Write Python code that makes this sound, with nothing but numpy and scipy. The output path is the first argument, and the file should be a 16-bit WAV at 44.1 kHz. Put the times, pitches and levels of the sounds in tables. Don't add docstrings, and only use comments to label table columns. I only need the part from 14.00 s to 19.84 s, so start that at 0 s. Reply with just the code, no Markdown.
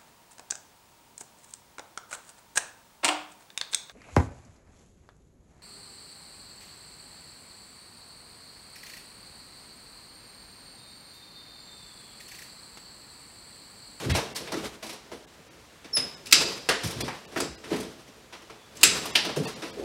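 import sys
import numpy as np
from scipy import signal
from scipy.fft import rfft, irfft, next_fast_len
from scipy.io import wavfile
from scipy.ndimage import uniform_filter1d, map_coordinates

SR = 44100
rng = np.random.default_rng(int(sys.argv[2]) if len(sys.argv) > 2 else 0)


def gain_from_db(level_db):
    decades = np.asarray(level_db, float) / 20
    return 10 ** decades


def bounce(signal):
    frames = np.transpose(np.atleast_2d(signal))
    limited = np.clip(frames, -1, 1)
    pcm = np.round(limited * 32767).astype(np.int16)
    wavfile.write(sys.argv[1], SR, pcm)


N = 257716
SPAN = 5 << 12

# centre_hz [Hz], width_hz [Hz], level_db [dB]
BOX_MODES = [(60.5, 9.7, -2.5), (88, 23, -2), (149, 55, 0), (217, 49, 1.5), (269, 32, 1.5), (335, 40.6, 1),
             (431, 44, 3), (526.4, 96, 0.5), (703, 310, -6.5)]


def unit(x):
    return x / np.sqrt(np.mean(x ** 2, axis=-1, keepdims=True) + 1e-20)


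def along(points, hz):
    f, v = np.transpose(points)
    return np.interp(np.log(hz + 1), np.log(f + 1), v)


def wobble(rate):
    knots = rng.standard_normal(int(N * rate / SR) + 4)
    return map_coordinates(knots, [np.arange(N) * rate / SR])


def modes(table, f):
    total = 0
    for k, (centre, width, db) in enumerate(table):
        resonance = 1j * f * width / (centre * centre - f * f + 1j * f * width)
        total = total + (-1) ** k * gain_from_db(db) * resonance
    return total


def filtered(x, response):
    m = next_fast_len(x.shape[-1] + 8192)
    return irfft(rfft(x, m) * response(np.fft.rfftfreq(m, 1 / SR)), m)[..., :x.shape[-1]]


def bursts(t60, response, grit_db, rise, lead):
    t = np.arange(SPAN) / SR / t60[:, None]
    grit = gain_from_db(grit_db * rng.exponential(1, t.shape))
    push = grit * rng.standard_normal(t.shape) * gain_from_db(-60 * t) * (1 - np.exp(-t / rise))
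    push[:, 12] += lead
    rows = filtered(push, response)
    return rows / np.abs(rows).max(axis=1, keepdims=True)


def heard(times, rows, wet_db, blur_hz, ring=lambda f: 1, reach=1):
    # freq_hz [Hz], t60_s [s]
    room_decay = [(100, 0.25), (500, 0.62), (2000, 0.56), (5000, 0.68), (9000, 0.45), (12500, 0.29),
                  (16000, 0.056)]
    # delay_s [s], level_db [dB]
    bench_echoes = [(.0030, 1.2), (.0062, -9), (.0091, -10)]
    hz, t, z = signal.stft(rng.standard_normal(rows.shape), SR, nperseg=256)
    decay = gain_from_db(-60 * t / (reach * along(room_decay, hz))[:, None])
    tails = signal.istft(z * decay, SR, nperseg=256)[1][:, :SPAN]
    tails *= gain_from_db(wet_db) / np.linalg.norm(tails, axis=1, keepdims=True)
    t = np.arange(SPAN) / SR
    tails *= 1 - np.exp(-(t / 0.003) ** 2)
    tails *= 1 + 1.63 * np.exp(-t / 0.03)

    direct = rfft(rows, 2 * SPAN)
    f = np.fft.rfftfreq(2 * SPAN, 1 / SR)
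    diffuse = direct
    if blur_hz:
        power = uniform_filter1d(np.abs(direct) ** 2, int(blur_hz / f[1]), axis=1)
        broad = np.sqrt(np.abs(power))
        diffuse = direct + (broad * ring(f) - direct) / (1 + (600 / (f + 1)) ** 4)
    echoes = 1 + sum(gain_from_db(db) * np.exp(-2j * np.pi * f * delay) for delay, db in bench_echoes)
    arrivals = irfft(direct * echoes + diffuse * rfft(tails, 2 * SPAN))
    out = np.zeros(N + 2 * SPAN)
    for s, row in zip(times, arrivals):
        out[round(s * SR):][:len(row)] += row
    return out[:N]


def contact(s, db, card_db, box_db, t60, strap, wet_db, blur_hz, ring=lambda f: 1):
    # freq_hz [Hz], level_db [dB per Hz]
    card_colour = [(260, -49.5), (450, 2.5), (720, 0), (1100, -1), (1900, -9.5), (2600, -16), (3600, -22),
                   (6000, -120)]
    card = bursts(t60, lambda f: gain_from_db(along(card_colour, f)), grit_db=-1.5, rise=0.035, lead=5.6)
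    hollow = lambda f: modes(BOX_MODES, f) * (1j * f / (150 + 1j * f)) ** 2
    box = bursts(0.9 * t60, hollow, grit_db=-4, rise=0.014, lead=0.83)
    dry = gain_from_db(db)[:, None] * strap
    dry = dry + gain_from_db(db + card_db - 2.5)[:, None] * card
    dry = dry + gain_from_db(db + box_db - 9)[:, None] * box
    return heard(s + 0.0006, dry, wet_db, blur_hz, ring)


def air():
    # freq_hz [Hz], level_db [dB per Hz]
    air_colour = [(20, -30), (60, -6.5), (93, -10.5), (187, -13), (1750, -18.5), (3060, -21), (7080, -26),
                  (15900, -39.5)]
    return gain_from_db(-54.5) * unit(filtered(rng.standard_normal(N), lambda f: gain_from_db(along(air_colour, f))))


def handling():
    # peak_s [s], scrape_db [dB], box_weight_db [dB], fade_db_per_s [dB/s]
    strokes = [(0.0, -32, -2.5, 35), (0.19, -33.5, -17, 149), (0.42, -45, 3, 53), (0.57, -39, -1.5, 90),
               (0.66, -35.5, -0.5, 165), (0.96, -57, 3, 1), (2.02, -41.5, -2, 52), (2.421, -28.5, -5.5, 74),
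               (2.89, -34.5, -5, 41), (3.08, -46, 4, 105), (3.43, -34, 0.5, 188), (3.74, -35, 1, 77),
               (4.5, -68.5, 14.5, 31), (4.9, -29, -4, 44), (5.1, -45.5, 4.5, 8), (5.46, -37.5, -17, 61),
               (5.84, -47.5, 22, 50)]
    # freq_hz [Hz], level_db [dB per Hz]
    scrape_colour = [(350, -7.5), (600, -12.5), (931, -5), (1980, -9), (3880, -10), (9080, -18.5),
                     (12300, -24), (15900, -35)]
    swell_db_per_s = 148
    s, db, weight_db, fade = np.transpose(strokes)[..., None]
    since = np.arange(N) / SR - s
    stroke = gain_from_db(db - np.maximum(fade * since, -swell_db_per_s * since))

    clumps_db = 2 * np.minimum(rng.exponential(1, N), 5) + 2.5 * wobble(40)
    grains = gain_from_db(clumps_db) * rng.standard_normal(N)
    scrape = unit(filtered(grains, lambda f: gain_from_db(along(scrape_colour, f))))
    lumps = gain_from_db(3.2 * wobble(30)) * rng.standard_normal(N)
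    rumble = unit(filtered(lumps, lambda f: modes(BOX_MODES, f) / (1 + (f / 900) ** 4)))
    scrape_level = gain_from_db(-5) * np.linalg.norm(stroke, axis=0)
    rumble_level = gain_from_db(-3) * np.linalg.norm(stroke * gain_from_db(weight_db), axis=0)
    return scrape_level * scrape + rumble_level * rumble


def whine():
    start_s, pitch_hz, level_db = 4.42, 3425, -63
    rise_s, hold_s, fall_s = 0.18, 0.1, 0.06
    t = np.arange(N) / SR
    press = np.interp(t - start_s, np.cumsum([0, rise_s, hold_s, fall_s]), [0, 1, 1, 0])
    tone = np.sin(2 * np.pi * np.cumsum(pitch_hz * (1 + 0.0102 * wobble(30))) / SR)
    return gain_from_db(level_db + 3.5 * wobble(60)) * press * tone


def squeak():
    # after_start_s [s], level_db [dB]
    grip = [(0, -44), (0.004, -24), (0.018, -26), (0.024, -17), (0.039, -16), (0.041, -70)]
    start_s, pitch_hz, sag_hz_per_s, sag_grows = 1.928, 5400, 3600, 2.2
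    t = np.arange(SPAN) / SR
    end = grip[-1][0]
    db = np.interp(t, *np.transpose(grip))
    hz = pitch_hz - sag_hz_per_s * t * (1 + sag_grows * np.minimum(t / end, 1) ** 3)
    phase = 2 * np.pi * np.cumsum(hz * (1 + 0.007 * wobble(350)[:SPAN])) / SR
    overtone_db = -3.5 - 900 * np.abs(t - 0.029)
    tone = gain_from_db(1.9 * wobble(210)[:SPAN]) * np.sin(phase)
    tone += gain_from_db(overtone_db) * np.sin(2 * phase)
    tone += gain_from_db(overtone_db - 28.5) * np.sin(3 * phase)
    slip = gain_from_db(db - 6) * (t < end) * tone
    return heard([start_s], slip[None], wet_db=-2.5, blur_hz=0, reach=0.75)


def thuds():
    # start_s [s], peak_db [dB], centre_hz [Hz], t60_s [s]
    pushes = [(0.083, -14.5, 83.5, 0.16), (0.097, -28, 95, 0.073), (0.12, -19, 136, 0.073),
              (0.406, -31, 434, 0.22), (0.53, -31.5, 120, 0.15), (0.568, -22, 307, 0.049),
              (1.117, -29, 465, 0.055), (1.845, -38, 199, 0.1), (1.97, -26.5, 169, 0.12),
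              (2.44, -27, 446, 0.36), (2.844, -22, 93, 0.17), (2.861, -45, 149, 0.061),
              (2.955, -23, 107, 0.33), (3.029, -21.5, 217, 0.041), (3.362, -18, 370, 0.057),
              (3.41, -28, 300, 0.17), (3.499, -50, 70.0, 0.12), (3.713, -15.5, 252, 0.11),
              (3.738, -19, 216, 0.19), (5.367, -14.5, 353, 0.04), (5.388, -21.5, 161, 0.067),
              (5.449, -37, 152, 0.091), (5.626, -27.5, 342, 0.21), (5.768, -29, 377, 0.12),
              (5.79, -21.5, 420, 0.033), (5.809, -33, 356, 0.17), (5.825, -34, 328, 0.11)]
    # start_s [s], peak_db [dB], centre_hz [Hz], t60_s [s]
    more_pushes = [
        (0.053, -17, 104, 0.36),
        (2.837, -18.5, 97, 0.052),
        (3.477, -34, 62.3, 0.079),
        (3.529, -52, 71, 0.11),
        (5.367, -15.5, 140, 0.045),
        (5.409, -23, 140, 0.15),
    ]
    s, db, hz, t60 = np.transpose(list(pushes) + list(more_pushes))
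    patch = [(hz[:, None], 0.74 * hz[:, None], 0)]
    near = lambda f: modes(BOX_MODES, f) * modes(patch, f) ** 2
    thud = bursts(t60, near, grit_db=3, rise=0.019, lead=34.5)
    return heard(s - 0.003, gain_from_db(db - 7.5)[:, None] * thud, wet_db=-2.5, blur_hz=0)


def slaps():
    # start_s [s], peak_db [dB], box_weight_db [dB], burst_s [s]
    whisks = [(0.3528, -23, -19, 0.13), (0.824, -28, -7.5, 0.15), (0.9242, -32.5, -9.5, 0.089),
              (2.8314, -25.5, -12, 0.17), (2.8686, -27.5, -26, 0.035), (2.9043, -28.5, -33, 0.044),
              (3.76, -30.5, -7, 0.016), (3.8002, -30, -19.5, 0.031), (3.8261, -31, -7, 0.039),
              (4.7512, -34.5, -25, 0.041), (5.0545, -22, -25, 0.017), (5.2457, -26, -15, 0.013),
              (5.3587, -23.5, -11, 0.13), (5.43, -30, -10, 0.044), (5.4511, -27.5, -6, 0.14)]
    # start_s [s], peak_db [dB], box_weight_db [dB], burst_s [s]
    flat_slaps = [(0.147, -18, -9.5, 0.13), (0.5181, -25, -7, 0.031), (0.5379, -30.5, 1.5, 0.016),
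                  (0.8616, -33, -20, 0.063), (0.8899, -28, -17, 0.069), (1.1132, -34.5, -7.5, 0.2),
                  (2.5732, -47.5, 2, 0.027), (2.615, -45, -5, 0.03), (3.0038, -17, -15, 0.0276),
                  (3.3154, -36, -12, 0.25), (3.3698, -24, -12, 0.071), (4.0737, -45, -8, 0.057),
                  (4.1598, -46, -20, 0.05), (4.4186, -43.5, -10, 0.019), (5.2472, -26.5, -2.5, 0.064)]
    # start_s [s], peak_db [dB], box_weight_db [dB], burst_s [s]
    knocks = [(0.0935, -23.5, -15, 0.13), (0.174, -22.5, 2.5, 0.039), (0.4713, -35.5, -0.5, 0.043),
              (1.8425, -34.5, -7.5, 0.053), (3.6368, -32.5, -4.5, 0.055), (3.702, -30, -8, 0.24),
              (3.7279, -32.5, 8, 0.027), (4.3238, -33.5, -5, 0.13), (4.497, -38.5, 2, 0.031),
              (5.0524, -36.5, 7, 0.055), (5.1517, -7.5, -15.5, 0.024), (5.2888, -35, 7, 0.041),
              (5.4795, -34, -5, 0.057), (5.618, -30, -10, 0.34)]
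    # start_s [s], peak_db [dB], box_weight_db [dB], burst_s [s]
    cracks = [
        (1.9676, -14, -13.5, 0.025),
        (2.6886, -4, -6.5, 0.013),
        (3.08, -23.5, 2.5, 0.019),
        (3.3606, -24, 6, 0.023),
    ]
    # tilt_db [dB per octave], hollow_db [dB, box air over card wall],
    # first_blow [ratio], swell [share of the burst], room_db [dB]
    kinds = [
        (2, 1.5, 0.72, 0.061, 1),
        (-0.2, 9, 0.49, 0.1, -0.5),
        (-3.5, -1.5, 0.6, 0.14, 0.5),
        (-0.5, -11.5, 13.7, 0.052, 1),
    ]
    # freq_hz [Hz], level_db [dB per Hz]
    strap_colour = [(150, -21), (900, -10), (2400, -4.5), (5900, -7.5), (6600, -14), (9000, -12.5),
                    (12000, -18.5), (15900, -29.5)]
    weight_dulls = 0.13
    sideways = lambda f: 1 / np.hypot(1, f / 7000)
    out = 0
    for table, (tilt_db, hollow_db, lead, rise, room_db) in zip((whisks, flat_slaps, knocks, cracks), kinds):
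        s, db, card_db, t60 = np.transpose(table)
        slope = tilt_db - weight_dulls * (card_db[:, None] - 1.5)
        colour = lambda f: gain_from_db(along(strap_colour, f) + slope * np.log2(f / 4000 + 0.28))
        skid = bursts(t60, colour, grit_db=4, rise=rise, lead=lead)
        out = out + contact(s, db - 0.5, card_db, card_db + hollow_db, t60, skid, room_db + 2.5,
                            blur_hz=595, ring=sideways)
    return out


def cuts():
    # start_s [s], peak_db [dB], box_weight_db [dB]
    bites = [
        (2.2575, -36, -31),
        (2.268, -30.5, -40),
        (2.311, -25, -25),
        (2.3246, -1, -23),
        (3.4025, -21, -2.5),
        (4.7687, -36, -34),
        (4.811, -31, -32),
        (4.8315, 0, -20),
    ]
    # centre_hz [Hz], width_hz [Hz], level_db [dB]
    cutter_modes = [(1290, 150, -6), (2600, 220, 1), (3850, 250, -3), (4950, 450, 1), (6250, 350, -4),
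                    (7530, 350, 0), (10400, 400, -9)]
    # freq_hz [Hz], level_db [dB per Hz]
    snap_colour = [(700, -69), (1200, -9), (2500, 1), (4900, 0.5), (7800, 0.5), (10000, -1), (13500, -4.5),
                   (15900, -9)]
    s, db, card_db = np.transpose(bites)
    t60 = np.full(len(s), 0.0096)
    colour = lambda f: gain_from_db(along(snap_colour, f)) * (0.35 + 0.75 * np.abs(modes(cutter_modes, f)))
    crack = bursts(t60, colour, grit_db=2, rise=0.049, lead=0.25)
    ring = lambda f: 0.35 + 1.3 * np.abs(modes(cutter_modes, f))
    hollow_db = 1.5
    return contact(s, db + 2, card_db, card_db + hollow_db, t60, crack, wet_db=-1.5, blur_hz=2660, ring=ring)


def scene():
    bench = handling() + whine() + squeak() + thuds() + slaps() + cuts()
    return (filtered(bench, lambda f: (1j * f / (40 + 1j * f)) ** 2) + air())[None]


def thinned(x):
    # centre_s [s], silent_above_hz [Hz]
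    thin_moments = [(.132, 5000), (.345, 2900), (1.263, 1700), (1.497, 6500), (2.159, 9000), (3.031, 5000),
                    (3.268, 5500), (3.567, 5300), (5.124, 7600), (5.465, 5100), (5.551, 7200),
                    (5.721, 6000)]
    size, intact_hz, step_db = 940, 1200, 11.5
    n, k = np.arange(2 * size), np.arange(size)
    window = signal.windows.kaiser_bessel_derived(2 * size, 3 * np.pi)
    basis = np.cos(np.pi / size * np.outer(k + 0.5, n + 0.5 + size / 2)) * window
    hz = (k + 0.5) * SR / 2 / size
    out = x.copy()
    for s, top_hz in thin_moments:
        at = slice(round(s * SR) - size, round(s * SR) + size)
        lines = basis @ x[0, at]
        step = gain_from_db(step_db) * np.sqrt(np.abs(uniform_filter1d(lines ** 2, size=60))) + 1e-9
        rounded = np.round(lines / step) * step * (hz < top_hz)
        kept = np.where(hz < intact_hz, lines, rounded)
        out[0, at] += (kept - lines) @ basis * 2 / size
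    return out


def band_limit(x):
    return signal.sosfilt(signal.butter(12, 16080, fs=SR, output="sos"), x)


def record(dry):
    x = dry / (1 + np.abs(dry) ** 8) ** (1 / 8)
    x = filtered(x, lambda f: (1j * f / (30 + 1j * f)) * (f < 16100))
    mix = thinned(x)
    return band_limit(mix)


dry = scene()
out = record(dry)
bounce(out)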